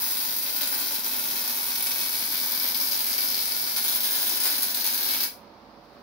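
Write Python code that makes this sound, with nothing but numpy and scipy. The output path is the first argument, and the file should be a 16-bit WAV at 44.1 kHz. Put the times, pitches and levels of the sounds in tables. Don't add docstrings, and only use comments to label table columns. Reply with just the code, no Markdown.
import sys
import numpy as np
from scipy import signal
from scipy.fft import rfft, irfft, next_fast_len
from scipy.io import wavfile
from scipy.ndimage import uniform_filter1d

SR = 44100
rng = np.random.default_rng(int(sys.argv[2]) if len(sys.argv) > 2 else 0)


def int16_out(signal):
    q = np.round(np.clip(np.atleast_2d(signal).T, -1, 1) * 32767)
    wavfile.write(sys.argv[1], SR, q.astype(np.int16))


N = 265769
TIME = np.arange(N) / SR
ARC_STOP_S = 5.241


def undb(db):
    return 10 ** (np.asarray(db) / 20)


def unit(x):
    return x / np.sqrt(np.mean(x ** 2))


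def curve(table):
    return np.interp(TIME, *np.array(table, float).T)


def walk(rate_hz):
    return unit(np.interp(TIME * rate_hz, np.arange(N), rng.standard_normal(N)))


def clicks(times_s, sizes):
    return np.bincount(np.clip(times_s * SR, 0, N - 1).astype(int), sizes, N)


def colour(x, outline, peaks=()):
    size = 2 * next_fast_len(x.shape[-1] // 2 + 4096)
    hz = np.maximum(np.fft.rfftfreq(size, 1 / SR), 1)
    outline_hz, outline_db = np.array(outline, float).T
    db = np.interp(np.log(hz), np.log(outline_hz), outline_db)
    for centre_hz, width_hz, gain_db in peaks:
        db = db + gain_db / (1 + (2 * (hz - centre_hz) / width_hz) ** 2)
    cepstrum = irfft(np.log(undb(db)))
    cepstrum[1:size // 2] *= 2
    cepstrum[size // 2 + 1:] = 0
    return irfft(rfft(x, size) * np.exp(rfft(cepstrum)))[..., :x.shape[-1]]


def flatten(response, width_hz=50):
    spectrum = rfft(response, SR)
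    power = uniform_filter1d(abs(spectrum) ** 2, size=width_hz)
    return irfft(spectrum / np.sqrt(power), SR)[:, :response.shape[1]]


def diffuse(size, apart_hz):
    mid, side = rfft(rng.standard_normal((2, size)))
    coherence = 1 / (1 + (np.fft.rfftfreq(size, 1 / SR) / apart_hz) ** 2)
    mid, side = mid * np.sqrt(1 + coherence), side * np.sqrt(1 - coherence)
    return irfft(np.array([mid + side, mid - side]), size) / np.sqrt(2)


# freq_hz, gain_db
FAN_SPECTRUM = [(30, -35), (60, -24), (90, -13.5), (160, -14.5), (215, -7.5), (450, -12), (600, -10),
                (1050, -11), (1700, -22), (3300, -31.5), (4300, -31), (5500, -35.5), (7500, -48),
                (12000, -46), (15500, -42)]
# pitch_hz, level_db
FAN_HUM = [(52, -65), (210, -62), (238, -64), (323, -66), (468, -69), (576, -61), (705, -66), (894, -68)]


def fan(air_db=-48.5, waver_hz=2.27):
    air = unit(colour(diffuse(N, apart_hz=884), FAN_SPECTRUM))
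    air *= undb(air_db + .7 * walk(rate_hz=9))
    hum = 0
    for pitch_hz, level_db in FAN_HUM:
        phase = 2 * np.pi * np.cumsum(pitch_hz + waver_hz * walk(rate_hz=14)) / SR
        hum += np.sqrt(2) * undb(level_db + 2 * walk(rate_hz=6.5)) * np.sin(phase)
    return air + hum


# time_s, level_db
JACKET_LEVEL = [(5.7, -90), (5.82, -72), (5.89, -71), (5.93, -66), (6.03, -71)]
# freq_hz, gain_db
COTTON_SPECTRUM = [(100, -18), (600, 2), (2000, -8.5), (5000, -10), (9000, -13), (15000, -8)]


def jacket(grain_db=3):
    rub = unit(colour(diffuse(N, apart_hz=1000), COTTON_SPECTRUM))
    return rub * undb(curve(JACKET_LEVEL) + grain_db * walk(rate_hz=47))


def room_echoes(t, t60_low_s=.285, t60_high_s=.24, build_s=.004, cluster_db=5.5, cluster_s=.012):
    noise = diffuse(len(t), apart_hz=790)
    low = signal.sosfiltfilt(signal.butter(1, 5000, fs=SR, output="sos"), noise)
    high = noise - low
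    tail = flatten(low * 1000 ** (-t / t60_low_s) + high * 1000 ** (-t / t60_high_s))
    cluster = np.sqrt(1 + (undb(cluster_db) * np.exp(-t / cluster_s)) ** 2)
    onset = 1 - np.exp(-(t / build_s) ** 2)
    return unit(tail * cluster * onset)


# freq_hz, gain_db
NEAR_SPECTRUM = [(300, -12), (1500, -6), (5000, -3.3), (8000, -2.5), (11000, 0), (15000, .5)]


def near_paths(t, direct_db=-3, glint_s=.00055, left_db=-.3, right_db=-6.3):
    near = unit(rng.standard_normal((2, len(t))) * np.exp(-t / glint_s)) / np.sqrt(len(t))
    near[0, 0] = near[1, 1] = undb(direct_db)
    delayed = np.pad(near, ((0, 0), (32, 0)))[:, :len(t)]
    return undb([[left_db], [right_db]]) * colour(unit(flatten(delayed)), NEAR_SPECTRUM)


# freq_hz, gain_db
CRACK_SPECTRUM = [(60, -24), (165, -26), (240, -5.5), (480, -9.5), (1200, -6), (2900, -4.5), (4800, -5.5),
                  (6500, -4), (8000, -8), (10000, -1.6), (12000, 0.76), (14500, 1), (15600, 4)]
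# freq_hz, width_hz, seam_start_db, seam_end_db
CAVITY_MODES = [(260, 100, 3.5, 4), (480, 90, -1, -1), (900, 90, 9, 4), (1000, 170, 5.5, .5),
                (1490, 110, 8, 2), (1630, 170, 1.5, 5), (1920, 110, 3.5, -1), (2260, 260, 3, 5.5),
                (2420, 70, -2, -4), (2580, 110, 5, 1), (2740, 70, -4, -2), (2900, 300, -2, -3),
                (3290, 170, 0, 1), (3650, 120, -3, -1), (4100, 400, .3, 2), (4900, 1100, 1, 2.5),
                (6200, 900, -.5, -1.5)]
# freq_hz, width_hz, seam_start_db, seam_end_db
TREBLE_RESONANCES = [(3790, 80, 6.5, 1), (4318, 40, 3, 1), (4390, 60, -3, -4), (4457, 50, 2, 4),
                     (4525, 60, 2.3, 2), (4740, 100, -3.5, -2), (4860, 60, 1, 2.5), (4920, 60, 3.5, 2),
                     (4990, 35, -3, -3), (5035, 55, 2, 2.5), (5167, 50, 5, 1.5), (5305, 50, -3, -1),
                     (5447, 70, 1.5, 4), (10230, 130, 0, 3), (11190, 80, 3, 2), (11897, 100, 4, 1),
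                     (12500, 70, 4.5, 0), (12688, 60, 2.5, 3), (13138, 60, 2, 4), (13370, 70, 2.5, 3.5),
                     (13600, 60, 4.5, 1), (13730, 45, 5, 3), (14793, 80, 3.5, 0), (15225, 70, 0, 5),
                     (15564, 45, 5, 0), (15634, 55, 6.5, 1)]


def workshop(source, positions=8):
    t = TIME[:SR // 2]
    lead = SR // 3
    source = np.pad(source, (lead, 0), mode="reflect")
    torch = np.pad(np.minimum(TIME / ARC_STOP_S, 1) * (positions - 1), (lead, 0))
    out = np.zeros((2, N))
    for k, along in enumerate(np.linspace(0, 1, positions)):
        peaks = [(hz, width_hz, start_db + along * (end_db - start_db))
                 for hz, width_hz, start_db, end_db in CAVITY_MODES + TREBLE_RESONANCES]
        share = np.clip(1 - abs(torch - k), 0, 1) ** .6
        paths = (room_echoes(t) + near_paths(t)) / np.sqrt(len(t))
        response = colour(paths, CRACK_SPECTRUM, peaks)
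        out += signal.oaconvolve((source * share)[None], response, axes=1)[:, lead:lead + N]
    return out


def spatter(rate_hz=500, spread_db=4):
    droplets = rng.random(N) < rate_hz / SR
    return unit(droplets * undb(spread_db * np.minimum(rng.exponential(size=N), 4)))


# relight_s, falter_s, flare_s, flare_db, body_db
WIRE_STUBS = [(.32, .01, .015, 3, -1), (.524, .015, .026, 1.5, 0), (.607, .014, .035, 3, 3),
              (.657, .012, .03, 1.5, 0), (1.03, .03, .04, 1, 0), (1.822, .008, .022, 2.5, -2.5),
              (2.595, .005, .022, 1.5, 0), (2.74, .01, .023, .5, 0), (2.912, .015, .02, 1.5, 1),
              (3.04, .02, .01, 1, 0), (3.179, .01, .02, 1.5, 0), (3.76, .012, .025, 3.5, -.5),
              (3.839, .008, .09, 1.2, 1), (4.0, .025, .05, 1, 0), (4.399, .025, .028, 1.6, 0),
              (4.427, 0, .06, 3.4, 0), (4.579, .012, .012, 2, -1), (4.607, .008, .03, 2.5, -1),
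              (4.741, .022, .04, 1.3, 0), (4.839, .012, .042, 2.3, 0), (5.201, .008, .04, 1.3, 1)]


def sputters(falter_db=-6):
    dip, flare, body = np.zeros((3, N))
    for relight_s, falter_s, flare_s, flare_db, body_db in WIRE_STUBS:
        stub = int((relight_s - falter_s) * SR)
        relight = int(relight_s * SR)
        settle = int((relight_s + flare_s) * SR)
        dip[stub:relight] = falter_db
        flare[relight:settle] = flare_db
        body[relight:settle] = body_db
    return dip + flare, body


# time_s, above_usual_db
DROP_POPS = [(.565, 5), (.611, 4), (.674, 3), (1.499, 4), (1.758, 3), (1.827, 2), (1.871, 5), (2.324, 2.5),
             (2.915, 1), (2.992, 3), (3.099, 3), (3.182, 2), (3.764, 3), (3.843, 2.5), (3.961, 3),
             (4.043, 4), (4.296, 3), (4.404, 1), (4.491, 2), (4.525, 3), (4.583, 2), (4.623, 3),
             (4.7478, 4.5), (4.773, 3), (4.8446, 4), (4.866, 3), (4.875, 3), (4.978, 3), (5.207, 5),
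             (5.232, 4.5), (5.2392, 5)]


def pinch_offs(rate_hz=94, gap_spread=.16, scatter_db=2.4):
    gap_draw, size_draw = rng.standard_normal((700, 2)).T
    times_s = np.cumsum(np.exp(gap_spread * gap_draw) / rate_hz)
    pop_s, pop_db = np.array(DROP_POPS).T
    to_pop_s = abs(times_s[:, None] - pop_s).min(axis=1)
    usual = (times_s < ARC_STOP_S) & (to_pop_s > .6 / rate_hz)
    usual_db = scatter_db * np.tanh(size_draw[usual])
    return np.append(times_s[usual], pop_s), undb(np.append(usual_db, pop_db))


# time_s, gain_db
ARC_DRIFT = [(0, -23), (.42, -24.5), (.85, -24.1), (1.0, -24.9), (1.25, -24.3), (1.55, -24.8), (1.9, -22.8),
             (2.25, -24.3), (2.55, -22.8), (3.25, -22.8), (3.58, -24.7), (3.72, -25.2), (3.9, -22.5),
             (4.25, -21.8), (4.55, -22.8), (4.7, -24), (4.8, -23.2), (5.2, -21.7)]
# time_s, gain_db
ARC_BODY = [(0, -3.5), (1, -0.5), (2, -1), (3, -1.7), (3.7, -0.4), (4.4, 0.14), (5.15, -0.5), (5.24, -2.5)]


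def arc(short_s=.0026, spit_s=.0009, spit_db=-1, spit_scatter_db=1.5, hiss_db=-18, spatter_db=-16):
    crack_s, sizes = pinch_offs()
    cracks = unit(clicks(crack_s, sizes))
    length_draw, size_draw = rng.standard_normal((len(crack_s), 2)).T
    touch_s = crack_s - short_s * np.exp(.07 * length_draw)
    touches = clicks(touch_s, sizes * undb(spit_scatter_db * size_draw))
    bursts = np.convolve(touches, np.hanning(int(spit_s * SR)), "same")
    spits = unit(bursts * rng.standard_normal(N))
    ones = np.ones(len(crack_s))
    shorted = np.cumsum(clicks(touch_s, ones) - clicks(crack_s, ones)) > 0
    hiss = ~shorted * rng.standard_normal(N)
    sound = cracks + undb(spit_db) * spits + undb(hiss_db) * hiss + undb(spatter_db) * spatter()
    burning = sound[TIME < ARC_STOP_S]
    power = uniform_filter1d(uniform_filter1d(burning ** 2, size=3200), size=3200)
    steady = np.pad(burning / np.sqrt(power), (0, N - len(burning)))
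    sputter_db, flare_body_db = sputters()
    sound = steady * undb(curve(ARC_DRIFT) + sputter_db)
    body = signal.sosfiltfilt(signal.butter(2, 7500, fs=SR, output="sos"), sound)
    return sound + body * (undb(curve(ARC_BODY) + flare_body_db) - 1)


def scene(arc_gain_db=-1.5):
    return undb(arc_gain_db) * workshop(arc()) + fan() + jacket()


# freq_hz, gain_db
LEFT_PORT_RESPONSE = [(50, -11), (150, -5), (500, -5.5), (900, -6.5), (1600, -7), (2000, -2), (2900, 0),
                      (3500, 3.5), (4900, 9), (6500, 0), (7900, -43), (9400, 1.3), (10300, 0.5),
                      (15500, -1.5)]


def record(dry):
    ports = np.array([colour(dry[0], LEFT_PORT_RESPONSE), dry[1]])
    return signal.sosfilt(signal.ellip(12, .2, 80, 15730, fs=SR, output="sos"), ports)


dry = scene()
out = record(dry)
int16_out(out)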